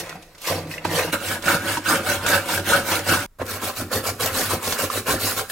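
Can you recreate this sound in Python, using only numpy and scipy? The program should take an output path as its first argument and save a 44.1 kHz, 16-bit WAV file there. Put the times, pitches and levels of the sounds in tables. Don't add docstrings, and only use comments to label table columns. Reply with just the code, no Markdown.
import sys
import numpy as np
from scipy import signal
from scipy.fft import rfft, irfft, next_fast_len
from scipy.io import wavfile
from scipy.ndimage import uniform_filter1d, map_coordinates

SR = 44100
rng = np.random.default_rng(int(sys.argv[2]) if len(sys.argv) > 2 else 0)


def gain_from_db(level_db):
    decades = np.asarray(level_db, float) / 20
    return 10 ** decades


def generate_wav(signal):
    frames = np.transpose(np.atleast_2d(signal))
    scaled = np.clip(frames, -1, 1) * 32767
    pcm = np.round(scaled).astype(np.int16)
    wavfile.write(sys.argv[1], SR, pcm)


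N = 242991
SIZE = next_fast_len(N + SR // 2)
HZ = np.arange(SIZE // 2 + 1) * SR / SIZE + 1e-3
TIME = np.arange(N) / SR

# pitch_hz, level_db
ROOM_TONE = [(15, -25), (25, 1), (52, -9), (242, -25), (750, -33), (1260, -31), (3080, -42), (16000, -43)]
# pitch_hz, width_hz, level_db
DECK_MODES = [
    [(1100, 330, -1.5), (1580, 130, -1.5), (1890, 250, -2.5), (2600, 220, -3.5), (3390, 850, -16)],
    [(1040, 74, -16), (1270, 87, -7.5), (1336, 78, -9.5), (1444, 46, -2.5), (1626, 80, -3), (1659, 113, -8),
     (1840, 140, -11.5), (2000, 530, -16.5), (2740, 1240, -19)],
    [(1097, 120, 3.5), (1380, 79, 5.5), (1690, 200, -1), (1970, 60, -1), (2284, 360, -5.5),
     (3200, 3300, -24)],
]
# pitch_hz, width_hz, level_db
FRAME_MODES = [
    [(161.3, 19.5, -0.5), (252, 110, -10), (309, 53, -2), (526, 94, 2.5), (800, 180, -7)],
    [(199, 53, -4.5), (258.5, 180, -7.5), (334, 88, -5.5), (455, 58, -14), (560, 27, 0), (764, 36, -9),
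     (920, 120, -13)],
    [(177, 220, -19.5), (232, 56, -1.5), (385, 43, -3), (416, 24, 4.5), (525, 38, 4.5), (610, 52, -1),
     (777, 63, -1), (846, 250, -14.5)],
]
# pitch_hz, width_hz, level_db
BOWL_MODES = [(95.6, 5.4, 23), (45.3, 38, -41.5)]
# pitch_hz, level_db (per Hz)
BLADE_HISS = [
    [(1350, -46), (2300, -31), (2570, -4.5), (3640, -5.5), (4040, -3.5), (7620, -8), (8870, -9.5),
     (12200, -8), (15700, -14.5)],
    [(1350, -21.5), (2300, 1.5), (2470, -12), (2680, -0.5), (3100, -10), (3940, -5.5), (6640, -8.5),
     (8950, -6), (15700, -11.5)],
    [(1350, -10.5), (2300, -2), (2770, 1), (3150, -6), (4040, -0.5), (5750, -3), (6920, -2), (12400, -1.5),
     (15700, -5.5)],
]
# clicks_per_s, size_scatter_db, chatter_hz, chatter_depth_db
FIBRES = [
    (17400, -0.5, 80, 1),
    (11930, 1.5, 70, 1.53),
    (7890, 1.8, 42, 0.95),
]
# start_s, end_s, squareness_speeding_up, squareness_slowing_down, resting_contact_db
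SPANS = [
    (0, 1.11, 1.9, 1.26, -59.5),
    (1.11, 3.262, 2.07, 2.3, -51.5),
    (3.387, 5.52, 3.3, 2.65, -51.5),
]
# ring_turn_drop_db, frame_turn_drop_db, frame_above_hiss_db, frame_share_of_extra_ring (0-1), frame_late_s
COUPLING = [
    (11.5, 8.5, -1.5, 0.8, 0.025),
    (14.5, 15, -0.5, 0.4, 0.0013),
    (11.5, 17, -0.5, 0.8, 0.0018),
]
FRAME_SHAKE_DB = [2, -2.5, -3.5]
# fastest_s, speeding_up_s, slowing_down_s, hiss_db, ring_above_hiss_db
CABBAGE_STROKES = [(0.0, 0.047, 0.026, -29, -12), (0.093, 0.26, 0.1, -54, 10),
                   (0.225, 0.05, 0.06, -74.5, -8), (0.445, 0.04, 0.032, -37, -8),
                   (0.484, 0.031, 0.11, -26, -3), (0.726, 0.042, 0.059, -37.5, -5.5),
                   (0.851, 0.0048, 0.0061, -35.5, 14.5), (0.975, 0.096, 0.14, -27, 0)]
GUARD_STROKES = [(1.131, 0.0097, 0.032, -25.5, 2.5), (1.325, 0.13, 0.059, -28.5, -1),
                 (1.438, .02, 0.034, -47, 2), (1.5, 0.059, 0.086, -24.5, 3.5),
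                 (1.711, 0.11, 0.082, -29.5, -0.5), (1.906, 0.06, 0.099, -24.0, 3),
                 (2.07, 0.053, 0.042, -34, 1.5), (2.11, 0.042, 0.081, -25, -2),
                 (2.239, 0.033, 0.017, -39, 7), (2.309, 0.057, 0.097, -22, 0),
                 (2.548, 0.11, 0.055, -26, -1.5), (2.724, 0.076, 0.09, -23.5, 3.5),
                 (2.925, 0.082, 0.092, -25, -1.5), (3.11, 0.059, 0.077, -23.5, 0),
                 (3.189, 0.045, 0.084, -35, -0.5)]
CARROT_STROKES = [(3.423, 0.024, 0.008, -54, 21.5), (3.529, 0.071, 0.064, -33.5, -2),
                  (3.657, 0.054, 0.065, -29.0, -2.5), (3.796, 0.051, 0.046, -32, -6.5),
                  (3.951, 0.039, 0.057, -26, -2.5), (4.078, 0.048, 0.042, -27, -7),
                  (4.222, 0.027, 0.086, -25.5, -2.5), (4.396, 0.081, 0.12, -26, -6),
                  (4.516, 0.024, 0.057, -27.5, -2), (4.679, 0.07, 0.12, -28.5, -5.5),
                  (4.803, 0.025, 0.08, -25.5, -4), (4.975, 0.078, 0.037, -27.5, -7.5),
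                  (5.103, 0.042, 0.074, -24, -1.5), (5.247, 0.06, 0.13, -24.5, -9.5),
                  (5.383, 0.02, 0.049, -28, -5.5), (5.515, 0.029, 0.041, -31, -12)]
# top_s, level_db, building_s, dying_s
SHOVES = [(0.0, -42.5, .03, 0.076), (.19, -50, 0.057, 0.061), (0.506, -34.5, 0.0087, 0.23),
          (0.701, -57, 0.024, 0.12), (.86, -37, 0.018, 0.24), (1.06, -44, 0.087, 0.068),
          (1.16, -42, 0.027, .07), (1.29, -37, 0.035, 0.18), (1.49, -39, 0.028, 0.12),
          (1.6, -37, 0.028, 0.033), (1.7, -36, 0.051, 0.16), (1.89, -45, 0.046, .1),
          (1.99, -38.5, 0.047, 0.087), (2.1, -37, .05, .07), (2.19, -33.5, 0.043, 0.095),
          (2.3, -38, 0.035, 0.088), (2.375, -35.5, .04, 0.069), (2.592, -31.5, .06, 0.081),
          (2.7, -28, 0.025, 0.038), (2.775, -32, 0.04, 0.093), (2.93, -35, 0.029, 0.081),
          (3.02, -39, 0.043, .06), (3.1, -29.5, 0.032, .1), (3.2, -35.5, 0.046, 0.069),
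          (3.42, -31.5, 0.03, 0.06), (3.53, -38, 0.034, 0.091), (3.68, -39, .06, .05),
                (3.82, -31.5, 0.049, 0.076), (3.965, -30, .03, 0.074), (4.1, -33, 0.033, 0.096),
                (4.248, -31, 0.046, .06), (4.33, -33.5, .03, 0.047), (4.48, -33.5, 0.04, 0.041),
                (4.552, -26.5, .035, 0.041), (4.69, -37, 0.049, .05), (4.848, -30.5, 0.05, 0.044),
                (4.975, -34.5, 0.036, 0.068), (5.148, -28, 0.071, 0.055), (5.245, -33, .03, 0.08),
                (5.375, -37.5, 0.022, 0.1)]
# start_s, peak_db, pitch_hz, crack_db,
# ring_s
END_KNOCKS = [(0.009, -14.5, 530, -3, 0.025), (0.059, -30, 598, 5, 0.042), (0.093, -19.5, 2040, 4.5, 0.025),
              (0.126, -13.5, 1350, -15, 0.02), (0.153, -19.5, 756, -16, 0.074),
              (0.223, -37.5, 557, 9, 0.048), (0.348, -30, 2020, -5, 0.06), (0.379, -47, 2060, 17.5, 0.056),
              (0.418, -40.5, 592, 13.5, 0.086), (0.712, -11, 2500, -18, 0.03),
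              (0.738, -11, 1970, -14, 0.039), (0.779, -11, 2030, -18, 0.038),
              (0.852, -0.5, 893, -21.5, 0.032), (0.979, -6.5, 530, -15, 0.074),
              (1.129, -18, 570, -14, 0.04), (1.422, -25, 1450, 6, 0.064), (1.456, -11.5, 1660, -6, 0.13),
              (1.549, -5.5, 568, -11, 0.073), (1.77, -5.5, 946, -9.5, 0.059),
              (1.859, -12, 1475, -11, 0.056), (2.262, -1.5, 1390, -7, 0.1),
              (3.397, -17, 590, -31, 0.083), (3.415, -4.5, 560, -29, 0.053),
                     (3.914, -12.5, 520, -23, 0.1), (4.088, -6, 648, -28.5, 0.057),
                     (4.204, -12, 504, -27, 0.11), (4.259, -13, 610, -8.5, 0.089),
                     (4.407, -12.5, 720, 3, 0.072), (4.533, -6, 535, -9, 0.066),
                     (4.673, -13, 546, 1, 0.072), (4.722, -16, 1093, 7.5, 0.062),
                     (5.067, -15.5, 525, -4, 0.04), (5.498, -10, 1675, -1, 0.018)]
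# start_s, peak_db, pitch_hz, crack_db, ring_s
LOW_THUDS = [(0.15, -28, 184, -28, 0.24), (0.85, -12, 355, -10, 0.19), (1.13, -9, 313, -13.5, 0.058),
             (3.817, -15.5, 237, -26, 0.1), (4.532, -14, 382, -14, 0.09), (1.459, -17.5, 186, -22, 0.13),
             (1.545, -12, 177, -31, 0.1), (1.774, -18, 297, -23, 0.2), (5.138, -14.5, 300, -24, 0.07)]
HARD_CLACKS = [(1.1308, -18, 2600, -10, 0.034), (3.3972, -25, 650, -22, 0.03),
               (3.4151, -6.5, 1070, -19.5, 0.052), (0.472, -13.5, 520, -11.5, 0.085),
               (5.9, -1.5, 1380, -28.5, 0.1), (6.1, -1.5, 1100, -14.5, 0.023),
               (5.3188, -6, 1400, -11.5, 0.026), (4.9, -4, 1200, -13, 0.034), (2.5, -14, 2300, -17.5, 0.03),
               (2.3, -9, 430, -17, 0.06), (1.2, -20, 2700, -5, 0.062), (2.5, -15, 1700, -13, 0.044),
               (0.67, -29.5, 2500, -2, 0.066)]
# start_s, peak_db, pitch_hz, crack_db, ring_s
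BLADE_BITES = [(0.854, -9.5, 620, -16.5, .04), (0.853, -7, 1130, -13, .025), (0.712, -18, 2050, -25, .03),
               (0.78, -11.5, 2740, -21, .03), (1.31, -8, 1490, -8, .06), (1.481, 3, 1460, -21, .06),
               (1.682, -14.5, 1508, -16, .06), (1.897, -1.5, 1424, -16, .07), (1.954, -5.5, 1550, -7, .05),
               (2.087, -6, 1450, -12, .06), (2.318, -0.5, 1590, -21, .06), (2.354, -7.5, 1590, -11, .05),
               (2.376, -2, 1600, -14, .04), (2.575, -6, 1580, -9, .05), (2.694, -14, 1450, -21, .06),
               (2.916, -12, 776, 0, .05), (3.087, -7, 570, -17, .06), (3.091, -2, 1440, -7, .05),
               (3.136, 3, 1420, -10, .06), (3.19, -14, 1425, -3, .04), (3.621, -21, 455, -11, .05),
               (4.038, -14.5, 514, -9, .05), (4.36, -16.5, 616, 0, .05), (4.493, -11, 1320, -14, .05),
               (4.791, -9.5, 530, -20, .06), (4.796, -9.5, 1520, -16, .05), (4.956, -9.5, 563, -20, .05),
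               (5.086, -11, 1380, -14, .05), (5.107, -6.5, 1560, -13, .05), (5.138, -6.5, 600, -12, .03),
               (1.14, -5.5, 560, -25, .07), (1.365, -16.5, 700, -15, .04), (1.542, -2, 1410, -12.5, .04),
               (0.995, -6, 560, -18, .06), (2.595, -10, 1510, -2, .03), (2.99, -12.5, 1410, 3, .03),
               (2.762, -5, 1520, -15, .04), (2.784, -12, 1510, -9, .04), (4.975, -9, 380, -17, .06),
               (5.122, -12, 1130, -16.5, .05), (5.392, -8, 1350, -6, .05), (0.229, -29.5, 2720, -2.5, .03)]
# start_s, peak_db, pitch_hz, crack_db, ring_s
HOLLOW_NOTES = [(1.215, -18, 560, -24, .1), (1.935, -9, 537, -24, 0.12), (1.955, -11, 560, -27, 0.07),
                (2.112, -8, 560, -20, .08), (2.3, -8.5, 568, -25, 0.12), (2.345, -13, 537, -26, 0.057),
                (2.72, -8, 560, -27.5, 0.054), (2.93, -14, 560, -26, 0.092), (3.8, -14.5, 600, -26, .07),
                (4.245, -16, 560, -22.5, 0.09), (4.415, -5.5, 1840, -21, 0.033),
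                (4.825, -16, 486, -22, .06), (0.5, -14, 560, -16, 0.065), (0.555, -18, 445, -21, .08)]
# start_s, peak_db, tail_s
FIBRE_SNAPS = [(0.4174, -18.5, 0.03), (0.4718, -10.5, 0.03), (0.6934, -31, 0.03), (1.4222, -35.5, 0.03),
               (1.4546, -16.5, 0.03), (1.7684, -35, 0.03), (1.8584, -16.5, 0.03), (2.2633, -11, 0.03),
               (2.2887, -10, 0.03), (2.6439, -22, 0.03), (2.6648, -17.5, 0.03), (3.0444, -18.5, 0.03),
               (3.0684, -23, 0.03), (3.0854, -18, 0.03), (3.4555, -23, 0.03), (3.465, -17, 0.03),
               (3.6167, -18, 0.03), (3.7379, -23.5, 0.03), (3.765, -22.5, 0.03), (3.9145, -22, 0.03),
               (3.917, -16.5, 0.03), (4.0422, -21.5, 0.03), (4.1989, -15, 0.03), (4.2078, -16, 0.03),
               (4.2593, -0.5, 0.03), (4.4094, -9.5, 0.03), (4.4377, -13, 0.03), (4.5354, -14, 0.03),
               (4.6279, -13.5, 0.03), (4.8023, -18, 0.03), (4.9132, -19.5, 0.03), (5.0679, -18.5, 0.03),
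               (5.1248, -13, 0.03), (5.1951, -22, 0.03), (5.3108, -4, 0.03), (5.3752, -13.5, 0.03),
               (5.4979, -22, 0.03)]
# pitch_hz, side_minus_mid_db
PORT_WIDTH = [(60, -30.5), (110, -37), (200, -32), (380, -25), (700, -8.5), (1400, -8.5), (2100, -5.5),
              (4400, 0.5), (8120, -7.5), (13000, -12)]
# from_hz, to_hz, share_dropped (0-1), rest_lifted_db
SIDE_DROPOUTS = [
    (0, 170, .85, 11),
    (170, 400, .45, 6),
    (7200, 16000, .33, 3.5),
]


def unit(x):
    return x / np.sqrt(np.mean(np.abs(x) ** 2))


def through(x, response):
    return irfft(rfft(x, SIZE) * response, SIZE)[:N]


def modes(table):
    total = 0
    for k, (hz, width, db) in enumerate(table):
        damping = 1j * HZ * width
        total = total + (-1) ** k * gain_from_db(db) * damping / (hz * hz - HZ * HZ + damping)
    return unit(total)


def colour(points):
    hz, db = np.transpose(points)
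    return gain_from_db(np.interp(np.log(HZ), np.log(hz), db))


def walk(rate):
    return 1.2 * np.interp(TIME * rate, np.arange(600), rng.standard_normal(600))


def hump(s, rise, fall, db, drop_db, squareness):
    coarse = TIME[::32]
    t = coarse[:, None] - s
    gone = np.abs(t) / np.maximum(np.where(t < 0, rise, fall), 0.004)
    lost_db = drop_db * np.minimum(gone, 9) ** np.where(t < 0, *squareness)
    return np.interp(TIME, coarse, gain_from_db(db - lost_db).sum(axis=1))


def kitchen():
    return gain_from_db(-54) * unit(through(rng.standard_normal(N), colour(ROOM_TONE)))


def tearing(rate, scatter_db, chatter, depth_db):
    when, sign, size = rng.random(N), rng.standard_normal(N), rng.exponential(size=N)
    hardest = 3.5
    level_db = scatter_db * np.minimum(size, hardest) + depth_db * walk(chatter)
    return unit((when < rate / SR) * sign * gain_from_db(level_db))


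def shoves():
    s, db, building, dying = np.transpose(SHOVES)
    return hump(s, building, dying, db, 16, [1.65, 1.65])


def slicing(k, strokes, clicks, jolts):
    s, rise, fall, db, ring_db = np.transpose(strokes)
    start, end, *squareness, rest_db = SPANS[k]
    ring_drop_db, frame_drop_db, frame_db, share, late = COUPLING[k]
    rest = gain_from_db(rest_db)
    blade_drive = hump(s, rise, fall, db, 20, squareness) + rest
    ring_drive = hump(s, rise, fall, db + ring_db, ring_drop_db, squareness) + rest
    frame_level_db = db + frame_db + share * ring_db
    frame_drive = hump(s + late, rise, fall, frame_level_db, frame_drop_db, squareness) + rest
    shake_drive = gain_from_db(FRAME_SHAKE_DB[k]) * jolts

    blade = through(clicks[0] * blade_drive, unit(colour(BLADE_HISS[k])))
    ring = through(clicks[1] * ring_drive, modes(DECK_MODES[k]))
    frame = through(clicks[2] * frame_drive, modes(FRAME_MODES[k]))
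    shaken = through(clicks[2][::-1] * shake_drive, modes(FRAME_MODES[k][:3]))

    flex_s, flex_hz = 0.0025, 8
    bend = uniform_filter1d(walk(flex_hz), size=SR // 16)
    ring = map_coordinates(ring, [(TIME + flex_s * bend) * SR], mode="mirror")
    scrape = blade + ring + frame + shaken
    thump = jolts + gain_from_db(-23.5) * frame_drive
    edge_s = 0.0024
    gate = np.clip(np.minimum(TIME - start + edge_s, end - TIME + edge_s) / edge_s, 0, 1)
    return np.array([scrape, thump]) * gate


def patchy(x):
    hz, _, cells = signal.stft(x, SR, nperseg=512)
    shape = (len(hz) // 5 + 1, cells.shape[1] // 4 + 1)
    swell = rng.standard_normal(shape)
    gap = rng.random(shape) < 0.04

    def spread(v):
        wide = np.kron(v, np.ones((5, 4)))[:len(hz), :cells.shape[1]]
        return uniform_filter1d(wide, size=3, axis=1)

    low_db, high_db, gap_db, turnover_hz = 2.5, 3, -12, 3000
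    high = (hz ** 2 / (hz ** 2 + turnover_hz ** 2))[:, None]
    db = (low_db + (high_db - low_db) * high) * spread(swell) + gap_db * high * spread(1.0 * gap)
    return signal.istft(cells * gain_from_db(db), SR, nperseg=512)[1][:N]


def bowl():
    x = through(rng.standard_normal(N), modes(BOWL_MODES))
    level = np.sqrt(uniform_filter1d(x * x, SR // 40))
    return unit(x / (level + 0.13) ** 0.75)


def knocks():
    out, t = np.zeros(N + SR), TIME[:SR // 8]
    events = END_KNOCKS + LOW_THUDS + HARD_CLACKS + BLADE_BITES + HOLLOW_NOTES
    for s, db, hz, crack_db, t60 in events:
        spread, phase = rng.standard_normal((2, 6, 1))
        fade = np.exp(-np.log(1000) * t / max(t60, 0.005))
        pitches = hz * np.exp(0.122 * spread * np.arange(6)[:, None] / 5)
        ring = np.sin(2 * np.pi * pitches * t + 0.5 * phase).sum(axis=0)
        ring /= np.abs(ring * fade).max()
        crack = gain_from_db(crack_db) * uniform_filter1d(rng.standard_normal(len(t)), size=3) * 1.4
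        onset = np.minimum(t / 0.0029, 1)
        i = int(s * SR)
        out[i:i + len(t)] += gain_from_db(db - 5) * (ring + 0.7 * crack) * fade * onset
    return out[:N]


def snaps():
    out, t = np.zeros(N + SR), TIME[:SR // 8]
    for s, db, t60 in FIBRE_SNAPS:
        spray = rng.standard_normal(len(t))
        tick = np.exp(-t / 0.00013)
        fade = tick + gain_from_db(-4) * np.exp(-np.log(1000) * t / max(t60, 0.003))
        i = int(s * SR)
        out[i:i + len(t)] += gain_from_db(db - 11) * spray * fade
    low_hz = 1200
    return through(out[:N], 1j * HZ / (low_hz + 1j * HZ))


def tail(t60):
    t = TIME[:SR // 2]
    burst = rng.standard_normal(len(t)) * np.exp(-np.log(1000) * t / t60)
    cloud = unit(rfft(burst, SIZE))
    return unit(cloud / (uniform_filter1d(np.abs(cloud), size=40) + 0.1) ** 0.9)


def ports(mid):
    echo = tail(0.034) * colour(PORT_WIDTH)
    turn = np.cumsum(walk(67)) * 2 * np.pi * 25 / SR
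    reflected = through(mid, echo) * np.cos(turn) + through(mid, 1j * echo) * np.sin(turn)
    lean, lean_hz = -0.088, 700
    return reflected + through(mid, lean * HZ ** 2 / (HZ ** 2 + lean_hz ** 2))


def stereo_dropouts(pair):
    mid, side = (pair[0] + pair[1]) / 2, (pair[0] - pair[1]) / 2
    hz, _, cells = signal.stft(side, SR, nperseg=1024)
    for lo, hi, share, lift_db in SIDE_DROPOUTS:
        for edge in np.arange(lo, hi, 900):
            kept = np.repeat(rng.random(cells.shape[1]) > share, 3)[:cells.shape[1]]
            band = (hz >= edge) & (hz < min(edge + 900, hi))
            cells[band] *= kept * gain_from_db(lift_db)
    side = signal.istft(cells, SR, nperseg=1024)[1][:N]
    return np.array([mid + side, mid - side])


def scene():
    clicks = [tearing(*layer) for layer in FIBRES]
    vegetables = (CABBAGE_STROKES, GUARD_STROKES, CARROT_STROKES)
    jolts = shoves()
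    scrape, thump = sum(slicing(k, strokes, clicks, jolts) for k, strokes in enumerate(vegetables))
    slicer = patchy(scrape) + knocks() + snaps()
    mid = slicer + gain_from_db(-8.5) * through(slicer, tail(0.27)) + thump * bowl()
    side = ports(mid)
    fade_s = 0.0029
    outside = np.maximum(SPANS[1][1] + fade_s - TIME, TIME - SPANS[2][0] + fade_s)
    splice = np.clip(outside / fade_s, 0, 1)
    pair = np.array([mid + side, mid - side]) * splice
    room_side = through(kitchen(), HZ / (HZ + 700)) * 0.6
    pair = pair + np.array([[1], [-1]]) * room_side + kitchen() * 0.8
    left_db = -0.2
    return pair * gain_from_db(np.array([[left_db], [-left_db]]) / 2)


def band_limit(x):
    return signal.sosfilt(signal.butter(12, 15980, fs=SR, output="sos"), x)


def record(dry):
    soft = np.tanh(dry)
    top_cut = signal.ellip(10, 0.3, 80, 15980, fs=SR, output="sos")
    mix = signal.sosfilt(top_cut, stereo_dropouts(soft))
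    return band_limit(mix)


dry = scene()
out = record(dry)
generate_wav(out)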